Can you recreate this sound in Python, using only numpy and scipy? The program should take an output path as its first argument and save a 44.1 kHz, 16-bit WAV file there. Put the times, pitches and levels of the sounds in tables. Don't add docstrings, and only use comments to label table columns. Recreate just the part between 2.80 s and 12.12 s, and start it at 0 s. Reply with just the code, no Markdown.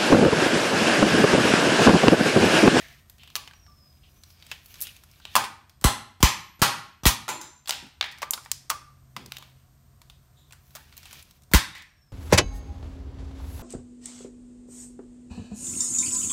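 import sys
import numpy as np
from scipy import signal
from scipy.fft import rfft, irfft
from scipy.io import wavfile
from scipy.ndimage import uniform_filter1d

SR = 44100
rng = np.random.default_rng(int(sys.argv[2]) if len(sys.argv) > 2 else 0)


def int16_out(signal):
    q = np.round(np.clip(np.atleast_2d(signal).T, -1, 1) * 32767)
    wavfile.write(sys.argv[1], SR, q.astype(np.int16))


N = 411012

# f/Hz, relative level per Hz/dB
TRAFFIC_COLOUR = [(12, -44.5), (20, -26.5), (36, -4.5), (81, 4), (97, -2), (108, -11), (139, -0.5),
                  (166, -10.5), (242, -14), (276, -29), (425, -26), (449, -32), (500, -34.5), (650, -59.5),
                  (1100, -120)]
HISS_COLOUR = [(150, -34.5), (250, -11), (309, -9.5), (423, -17), (454, -17.5), (741, -9.5), (823, -23.5),
               (899, -16), (1070, -13.5), (2620, -25), (7500, -23.5), (8780, -20), (10300, -36),
               (13400, -19.5), (16500, -40)]
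TRAFFIC_DB, HISS_DB = -57.5, -67
# start t/s, end t/s, f/Hz, level/dB
ENGINE_TONES = [(0, 4.1, 90, -62), (1.0, 3.2, 157, -77.5), (5.1, 8.6, 130, -60)]
# t/s, f/Hz, level/dB
BIRD_CALLS = [
    [(.74, 5710, -62), (.78, 5720, -64), (.9, 5270, -67), (1.0, 5080, -66), (1.1, 5014, -67),
     (1.2, 5020, -91), (1.28, 5100, -70)],
    [(1.28, 5700, -84), (1.4, 6150, -67), (1.5, 5350, -71), (1.56, 4800, -70), (1.62, 4550, -68),
     (1.66, 4450, -84)],
    [(9.06, 5700, -67), (9.12, 5650, -73.5), (9.22, 5420, -69.5), (9.32, 5090, -69.5)],
]

# t/s, middle level/dB, treble level/dB
RUSTLE_LEVELS = [
    [(0.0, -48.5, -88), (0.19, -65, -72), (0.42, -85, -70), (0.57, -65, -69), (0.72, -80, -72),
     (1.24, -73, -72), (1.52, -69.5, -61), (1.73, -54, -104), (1.85, -63, -54.5), (2.05, -50, -57),
     (2.24, -65.5, -69), (2.47, -69.5, -70), (2.55, -49.5, -67)],
    [(6.3, -91, -76), (6.41, -83, -76), (6.54, -59, -68), (6.63, -62.5, -71.5), (6.81, -74, -79),
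     (7.04, -100, -79), (7.61, -80, -76), (7.8, -85, -73), (7.98, -62.5, -58), (8.11, -65, -74),
     (8.34, -51.5, -60), (8.5, -67.5, -70), (8.73, -90, -80)],
]
RUSTLE_FLICKER_DB = 2.5
RUSTLE_LOW_DB = -7.5
# start t/s, end t/s, f/Hz, width f/Hz, starting level/dB
NOISE_BANDS = [(0, 0.182, 1900, 700, -50), (0, 0.153, 686, 150, -61), (0.1, 0.378, 1900, 400, -66),
               (0.385, 0.535, 3000, 1600, -51.5), (1.23, 1.308, 3020, 1300, -58.5),
               (2.042, 2.11, 2940, 900, -45), (2.41, 2.563, 3420, 1500, -56),
               (4.481, 4.718, 325, 60.5, -42.5), (5.023, 5.094, 200, 153, -43),
               (6.354, 6.496, 200, 200, -44.5), (7.557, 7.749, 3630, 600, -64),
               (7.565, 7.718, 7150, 710, -71.5), (8.781, 9.037, 3700, 400, -41.5),
               (8.938, 9.057, 1940, 400, -40)]

# t/s, level/dB, tilt per octave/dB
STEEL_TAPS = [(4.488, -36, 10.0), (4.613, -43, -16.0)]
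# f/Hz, level/dB, time to fall 60 dB t/s
STEEL_MODES = [(5868, -17, .6), (5990, -14, .6), (6325, -12, .8), (7180, -3, .65), (7245, -1, .65),
               (7330, -4, .5), (8613, -12, .25), (11500, -11, .2), (11670, -9, .2), (12600, -11, .15),
               (13840, -12, .15)]
# t/s, f/Hz, level/dB, time to fall 60 dB t/s
LONE_RINGS = [(.88, 1180, -55, .2), (2.556, 1064, -32, .4), (3.43, 11850, -53, 2.0),
              (5.427, 1180, -34, .15), (5.903, 1180, -36, .2), (8.95, 1640, -62, 1.2)]

# t/s, level/dB, signed strength (+ up, - down), length t/ms
SHAKES = [(3.048, -3, -0.71, 30), (3.433, -1, 1, 26), (3.8192, -5.5, 1, 9.3), (4.261, -1.5, -0.82, 31),
          (8.74, -11, -1.4, 30), (8.748, -8.5, 1, 28)]
FLOOR_HZ, GLIDE_CYCLES, GLIDE_MS = 52, .79, 3.0
# f/Hz, level/dB, time to fall 60 dB t/s
FLOOR_MODES = [(200, -15, 0.054), (310, -22, 0.034)]
# t/s, level/dB
FAINT_KNOCKS = [(3.021, -38.5), (3.405, -27.5), (3.794, -34.5), (4.235, -23), (8.715, -34)]
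FAINT_KNOCK_HZ, FAINT_KNOCK_BODY_DB, FAINT_KNOCK_EDGE_DB, FAINT_KNOCK_T60_S = 700, -12.5, -12.5, 0.18
FAINT_KNOCK_SHAKE_DB, FAINT_KNOCK_SHAKE_MS = -4, 25

# t/s, level/dB, brightest f/Hz, body level/dB, edge level/dB,
# burst time to fall 60 dB t/s, room level/dB
CRACKS = [(0.555, -8.5, 4300, -25, -21, 0.013, -33.5), (0.562, -15.5, 3020, -20, -13, 0.042, -24.5),
          (0.676, -30, 2400, -21.5, -24.5, 0.037, -31), (1.715, -20, 2740, -23, -24, 0.053, -27.5),
          (2.006, -25, 12000, -43, -4.5, 0.017, -35.5), (2.014, -12, 12700, -46.5, 2, .007, -26),
          (2.02, -14.5, 12300, -34, 1, 0.06, -30), (2.035, -25, 12000, -35, -10, .05, -35),
          (2.070, -27.5, 2820, -32, -16, 0.037, -26), (2.453, -22, 3140, -25.5, -26.5, 0.012, -25.5),
          (2.554, 0.5, 890, -13.5, -13.5, 0.024, -24.5), (2.563, -0.5, 1010, -16.5, -16, 0.041, -21),
          (2.640, -16, 980, -16.5, -22.5, 0.11, -33.5), (3.042, 2.5, 1070, -16.5, -14, 0.025, -15),
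          (3.428, 7, 1004, -21.5, -18, 0.027, -14.5), (3.818, 1.5, 1190, -25, -16.5, 0.11, -10),
          (3.825, -1, 1300, -9.5, -26, 0.074, -15), (4.255, 5, 3460, -16.5, -14.5, 0.026, -21.5),
          (4.264, 4, 1100, -20.5, -13.5, 0.17, -18), (4.481, -10.5, 1130, -15.5, -20, 0.036, -15.5),
          (4.489, -11, 7160, -10, -15, 0.12, -13.5), (4.614, -18.5, 6940, -16, -12, 0.034, -16.5),
          (4.875, -19, 3350, -18, -15.5, 0.046, -21), (4.883, -19, 8800, -14, -11, 0.052, -32),
          (4.894, -6.5, 5950, -22, -19, 0.035, -23), (4.908, -0.5, 3250, -21.5, -16, 0.0055, -27.5),
          (4.924, -18, 2900, -29, -28, .05, -22), (5.211, -1.5, 3600, -34, -37.5, .014, -31.5),
          (5.226, -12.5, 4200, -31, -43, 0.024, -26), (5.241, -18.5, 1950, -26, -35.5, .05, -19),
          (5.419, -20.5, 1180, -15, -19.5, 0.093, -29), (5.429, -15, 1260, -14, -25, 0.037, -27.5),
          (5.508, -4.5, 8400, -27, 8.5, .015, -31), (5.535, -13, 4360, -18, -12, 0.046, -28),
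          (5.577, -27.5, 1160, -9.5, -21, 0.046, -33), (5.716, -6, 5900, -34.5, -13.5, .014, -33.5),
          (5.897, -21.5, 7260, -32, -11, 0.031, -25.5), (5.901, -7.5, 1200, -22, -14.5, 0.036, -29.5),
          (5.912, -19, 1195, -12, -21, 0.075, -31), (6.365, -21, 965, -24, -25.5, 0.033, -24),
          (6.461, -29, 4600, -27, -13, 0.017, -31), (6.521, -17.5, 3500, -24.5, -21.5, 0.0072, -31.5),
          (6.568, -21.5, 3370, -38, -26, 0.019, -31), (6.584, -31.5, 3900, -9.5, -7, 0.021, -25),
          (7.952, -28, 632, -12, -9, 0.067, -28), (7.959, -29.5, 1230, -14.5, -7, 0.023, -22.5),
          (8.178, -27.5, 13500, -32, -11, 0.017, -28), (8.329, -31, 1234, -21.5, -12.5, 0.05, -28),
          (8.736, 2.5, 1790, -19, -14, 0.025, -21), (8.745, -2.5, 1140, -23.5, -18, 0.11, -16),
          (8.952, -24, 1960, -28, -24.5, 0.019, -13)]
# t/s, level/dB, brightest f/Hz, edge level/dB
TICKS = [(0.298, -33.5, 13300, -12), (0.383, -43, 2980, -14), (0.434, -37.5, 2650, -19),
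         (0.476, -37, 3000, -18), (0.502, -40, 3720, -19), (0.711, -38, 1480, -27), (0.735, -38, 2810, -28),
         (0.865, -44.5, 5470, -40), (1.249, -61, 2990, -15), (1.436, -35.5, 4550, -14.5),
         (1.504, -42, 5400, -18), (1.625, -36, 3480, -24), (1.666, -37, 2700, -10), (1.847, -58, 2870, -13),
         (1.859, -37, 11500, -13), (1.942, -33, 2620, -14), (1.956, -37, 3620, -19),
         (2.165, -37.5, 2900, -14), (2.237, -38, 10800, -17), (2.314, -43, 5140, -5),
         (2.359, -50, 3670, -21), (2.4, -41, 1430, -22), (2.896, -36, 4600, -17), (3.013, -31.5, 1060, -10),
         (4.858, -32, 3300, -21), (5.377, -41, 4230, -21), (5.385, -34, 1160, -18),
         (5.65, -36.5, 1090, -11), (5.66, -31, 1120, -33), (6.625, -34, 3500, -24),
         (7.217, -38.5, 1050, -15), (7.299, -35, 3500, -19), (7.709, -41.5, 1380, -20),
         (7.724, -34.5, 9150, -18.5), (7.732, -36.5, 1320, -17), (7.907, -47, 1430, -13),
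         (7.967, -29.5, 1530, -27), (8.126, -40, 1330, -25), (8.168, -34, 13200, -11),
         (8.231, -37, 5990, -19), (8.256, -31.5, 3150, -18), (8.311, -36, 2660, -17),
         (8.426, -35, 2750, -5), (8.51, -39.5, 4630, -14), (8.621, -48, 7150, -9), (8.635, -47, 7350, -11),
         (8.981, -34, 1640, -8), (9.022, -31, 1885, -16)]
TICK_BODY_DB, TICK_T60_S, TICK_ROOM_DB = -23.5, 0.027, -25
RATTLE_FROM_DB, RATTLE_COUNT, RATTLE_EDGE_DB = -6, 7, -16
RATTLE_DB, RATTLE_FADE_DB_PER_S, RATTLE_S = -26, 111, 0.16

BAND_HZ = np.array([380, 950, 2000, 3700, 6700, 11600])
BAND_WIDTH_HZ = np.array([300, 950, 1200, 2300, 4000, 6000])
BODY_SHARE = np.array([1, 0.95, 0.44, 0.041, 0, 0])
EDGE_SHARE = np.array([0, 0, 0.092, 0.41, 0.94, 1.34])
BAND_DB = [-17, 0.7, -9.5, -9.5, -2, 2]
PEAK_DB, PEAK_OCTAVES = 6.5, 0.28
RIPPLE_DB = 2.2
BURST_START_DB = -7.5
SNAP_DB = 15.5
SNAP_PER_BODY_DB = 0.1
# f/Hz, level/dB, time to fall 60 dB t/s
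SHELL_MODES = [(655, -8, .06), (850, -8, .05), (970, -6, .06), (1064, -4, .07), (1170, -6, .06),
               (1300, -9, .05), (1475, -12, .05), (2046, -12, .04), (2550, -13, .04), (3400, -12, .035),
               (4245, -12, .035)]
SHELL_UNDER_BODY_DB, SHELL_ROOM_DB = -12.5, -0.5
SHELL_DETUNE = .04

# f/Hz, time to fall 60 dB t/s
ROOM_T60 = [(200, 0.6), (530, 0.3), (1400, 0.55), (3700, 0.45), (9700, 0.33), (16000, 0.2)]
ROOM_RISE_MS = 5.1
BIRD_ROOM_DB, RINGS_ROOM_DB, SHAKE_ROOM_DB = -27.5, -32.5, -48

PORT_DIP_HZ, PORT_DIP_Q, PORT_DIP_SHARE = 10540, 18, 0.4
PORT_TOP_HZ, CUTOFF_HZ = 15620, 17050
KNEE_DB, SQUEEZE, GAIN_ATTACK_S, GAIN_RETURN_DB_PER_S = -24, .5, .12, 9
CEILING = .63


def from_db(db):
    return 10 ** (np.asarray(db) / 20)


def rms_one(x):
    return x / np.sqrt(np.mean(x ** 2) + 1e-20)


def in_time(rows, column, outside=None):
    rows = np.array(rows)
    return np.interp(np.arange(N) / SR, rows[:, 0], rows[:, column], outside, outside)


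def log_grid(size):
    return np.log(np.maximum(np.arange(size // 2 + 1) * SR / size, 1))


def coloured(hz, db, size):
    gain = from_db(np.interp(log_grid(size), np.log(hz), db))
    return rms_one(irfft(rfft(rng.standard_normal(size)) * gain, size))


def drift(rate):
    steps = rng.standard_normal(2000)
    return np.interp(np.arange(N) / SR * rate, np.arange(2000), steps)


def ring(clicks, hz, t60):
    shrink, turn = from_db(-60 / (t60 * SR)), 2 * np.pi * hz / SR
    feedback = [1, -2 * shrink * np.cos(turn), shrink * shrink]
    return signal.lfilter([0, np.sin(turn)], feedback, clicks + 1e-18)


def background():
    t = np.arange(N) / SR
    out = from_db(TRAFFIC_DB + 0.5 * drift(12)) * coloured(*np.transpose(TRAFFIC_COLOUR), N)
    out += from_db(HISS_DB) * coloured(*np.transpose(HISS_COLOUR), N)
    for start, end, hz, level_db in ENGINE_TONES:
        fade = np.clip(np.minimum(t - start, end - t) / 0.66, 0, 1)
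        waver_db = 3 * drift(3)
        pitch = hz * (1 + 0.022 * drift(10.0))
        out += fade * from_db(level_db + waver_db) * np.sin(2 * np.pi * np.cumsum(pitch) / SR)
    return out


def bird():
    out = np.zeros(N)
    for call in BIRD_CALLS:
        pitch = in_time(call, 1) * (1 + 0.006 * drift(200))
        level_db = in_time(call, 2, -200) + 2.0 * drift(47)
        out += from_db(level_db) * np.sin(2 * np.pi * np.cumsum(pitch) / SR)
    return out


def rustle():
    grain_clicks = (rng.random(N) < 300 / SR) * rng.exponential(14, N)
    grains = 1 + uniform_filter1d(grain_clicks, size=40)
    low = coloured([400, 810, 1900, 2400, 3200], [-10, -16.0, -6.0, -25.5, -25], N)
    middle = coloured([1860, 2220, 3460, 6270, 7930], [-24.5, 4, 1.5, -4.5, -10.5], N)
    middle += from_db(RUSTLE_LOW_DB) * low
    treble = coloured([4480, 5940, 9000, 10770, 13000, 16820], [-32.0, 2.5, -21.0, 5, 1.5, 4.0], N)
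    out = np.zeros(N)
    for spell in RUSTLE_LEVELS:
        out += middle * from_db(in_time(spell, 1, -200))
        out += treble * from_db(in_time(spell, 2, -200))
    return out * grains * from_db(RUSTLE_FLICKER_DB * drift(44))


def noise_bands():
    out = np.zeros(N)
    for start, end, hz, width_hz, level_db in NOISE_BANDS:
        at, size = round(start * SR), round((end - start) * SR)
        phase = np.arange(size) / size
        resonance = signal.iirpeak(hz, hz / width_hz, fs=SR)
        noise = signal.lfilter(*resonance, rng.standard_normal(SR))[:size]
        noise = signal.lfilter(*resonance, noise)
        ends = np.minimum(1, 12 * np.minimum(phase, 1 - phase))
        out[at:at + size] += from_db(level_db - 10 * phase) * ends * rms_one(noise)
    return out * from_db(2 * drift(66))


def steel_and_lone_rings():
    rings = list(LONE_RINGS)
    for s, tap_db, tilt_db in STEEL_TAPS:
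        for hz, mode_db, t60 in STEEL_MODES:
            rings.append((s, hz, tap_db + mode_db + tilt_db * np.log2(hz / 7200), t60))
    out = np.zeros(N)
    for s, hz, level_db, t60 in rings:
        click = from_db(level_db) * (np.arange(N) == round(s * SR))
        out += ring(click, hz, t60) * from_db(5 * drift(140))
    return out


def shakes():
    out, clicks, glide = np.zeros(N), np.zeros(N), GLIDE_MS / 1000
    t = np.arange(-.004, .08, 1 / SR)
    cycles = FLOOR_HZ * t + GLIDE_CYCLES * (1 - np.exp(-t / glide))
    wave = np.cos(2 * np.pi * cycles)
    rise = np.clip(1 + t / 0.0027, 0, 1) ** 2
    knock_shakes = [(s, db + FAINT_KNOCK_SHAKE_DB, 1, FAINT_KNOCK_SHAKE_MS) for s, db in FAINT_KNOCKS]
    for s, level_db, push, length_ms in list(SHAKES) + knock_shakes:
        fall = np.exp(-(np.maximum(t, 0) * 1000 / length_ms) ** 3)
        at = round((s + t[0]) * SR)
        out[at:at + len(t)] += push * from_db(level_db) * rise * fall * wave
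        clicks[round(s * SR)] = push * from_db(level_db)
    for hz, mode_db, t60 in FLOOR_MODES:
        out += from_db(mode_db) * ring(clicks, hz, t60)
    return out


def rattle():
    bits = []
    for s, db, *_ in CRACKS:
        if db > RATTLE_FROM_DB:
            for late, soft, pitch in rng.random((RATTLE_COUNT, 3)):
                delay = RATTLE_S * late
                level_db = db + RATTLE_DB - RATTLE_FADE_DB_PER_S * delay - 8 * soft
                bits.append((s + .02 + delay, level_db, 900 * 8 ** pitch))
    return bits


def causal_pulse(log_gain):
    fold = irfft(log_gain)
    fold[1:len(fold) // 2] *= 2
    fold[len(fold) // 2 + 1:] = 0
    pulse = irfft(np.exp(rfft(fold)))
    return pulse / np.sqrt(np.sum(pulse ** 2))


def crack_pulse(bright_hz, body_db, edge_db, size):
    hz = np.geomspace(60, 20000, 120)
    per_hz = BAND_DB + BODY_SHARE * body_db + EDGE_SHARE * edge_db - 10 * np.log10(BAND_WIDTH_HZ)
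    colour = np.interp(np.log(hz), np.log([100, *BAND_HZ]), [per_hz[0] - 12, *per_hz])
    colour += PEAK_DB * np.exp(-.5 * (np.log2(hz / bright_hz) / PEAK_OCTAVES) ** 2)
    colour += np.repeat(rng.normal(0, RIPPLE_DB, len(hz) // 2), 2)
    return causal_pulse(np.interp(log_grid(size), np.log(hz), colour) * np.log(10) / 20)


def shell_ring(body_db, t):
    mode_hz, mode_db, mode_t60 = np.array(SHELL_MODES).T[:, :, None]
    luck_db = rng.normal(0, 3, mode_db.shape)
    detune = rng.normal(0, SHELL_DETUNE, mode_hz.shape)
    level_db = body_db + SHELL_UNDER_BODY_DB + mode_db + luck_db - 60 * t / mode_t60
    modes = from_db(level_db) * np.sin(2 * np.pi * mode_hz * (1 + detune) * t)
    return modes.sum(axis=0)


def cracks():
    size = 4096
    t = np.arange(size) / SR
    direct, sent = np.zeros(N + size), np.zeros(N + size)
    knocks = list(CRACKS)
    for s, db, hz, edge_db in TICKS:
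        knocks.append((s, db, hz, TICK_BODY_DB, edge_db, TICK_T60_S, TICK_ROOM_DB))
    for s, db in FAINT_KNOCKS:
        knocks.append((s, db, FAINT_KNOCK_HZ, FAINT_KNOCK_BODY_DB, FAINT_KNOCK_EDGE_DB,
                       FAINT_KNOCK_T60_S, TICK_ROOM_DB))
    for bit in rattle():
        knocks.append((*bit, TICK_BODY_DB, RATTLE_EDGE_DB, TICK_T60_S, TICK_ROOM_DB))
    for s, level_db, bright_hz, body_db, edge_db, t60, room_db in knocks:
        pulse = crack_pulse(bright_hz, body_db, edge_db, size)
        tearing = rng.standard_normal(size)
        tearing[0] = from_db(SNAP_DB + SNAP_PER_BODY_DB * (body_db - TICK_BODY_DB))
        tearing *= from_db(BURST_START_DB - 60 * t / max(t60, .002))
        burst = irfft(rfft(tearing) * rfft(pulse))
        shell = shell_ring(body_db, t)
        at = round(s * SR)
        direct[at:at + size] += from_db(level_db) * (burst + shell)
        sent[at:at + size] += from_db(level_db + room_db) * (pulse + from_db(SHELL_ROOM_DB) * shell)
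    return direct[:N], sent[:N]


def room(x):
    t = np.arange(SR) / SR
    white, tail = rng.standard_normal((2, SR)), np.zeros(SR)
    room_hz, room_t60 = np.array(ROOM_T60).T
    for k, hz in enumerate(125 * 2. ** np.arange(8)):
        edges = [hz / np.sqrt(2), min(hz * np.sqrt(2), .45 * SR)]
        t60 = np.interp(np.log(hz), np.log(room_hz), room_t60)
        octave = signal.butter(2, edges, "band", fs=SR, output="sos")
        tail += signal.sosfilt(octave, white[k % 2]) * from_db(-60 * t / t60)
    tail *= np.clip(1000 * t / ROOM_RISE_MS, 0, 1) ** 2
    return signal.fftconvolve(x, tail)[:N]


def scene():
    direct, sent = cracks()
    whistle, rings, floor = bird(), steel_and_lone_rings(), shakes()
    sent = sent + from_db(BIRD_ROOM_DB) * whistle + from_db(RINGS_ROOM_DB) * rings
    wet = room(sent + from_db(SHAKE_ROOM_DB) * floor)
    return (direct + wet + floor + rings + rustle() + noise_bands() + whistle + background())[None]


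def levelled(x):
    ramp = GAIN_RETURN_DB_PER_S * np.arange(N) / SR
    level_db = 10 * np.log10(uniform_filter1d(x ** 2, size=1000).clip(1e-12))
    wanted_cut_db = SQUEEZE * np.maximum(level_db - KNEE_DB, 0)
    cut_db = np.maximum.accumulate(wanted_cut_db + ramp, axis=-1) - ramp
    keep = np.exp(-1 / (GAIN_ATTACK_S * SR))
    return x * from_db(-signal.lfilter([1 - keep], [1, -keep], cut_db))


def record(dry):
    dip = signal.lfilter(*signal.iirpeak(PORT_DIP_HZ, PORT_DIP_Q, fs=SR), dry)
    heard = dry - PORT_DIP_SHARE * dip
    heard = signal.sosfilt(signal.cheby1(8, 1, PORT_TOP_HZ, fs=SR, output="sos"), heard)
    heard = levelled(heard)
    rounded = heard / (1 + np.abs(heard / CEILING) ** 4) ** .25
    return signal.sosfilt(signal.cheby2(12, 70, CUTOFF_HZ, fs=SR, output="sos"), rounded)


dry = scene()
out = record(dry)
int16_out(out)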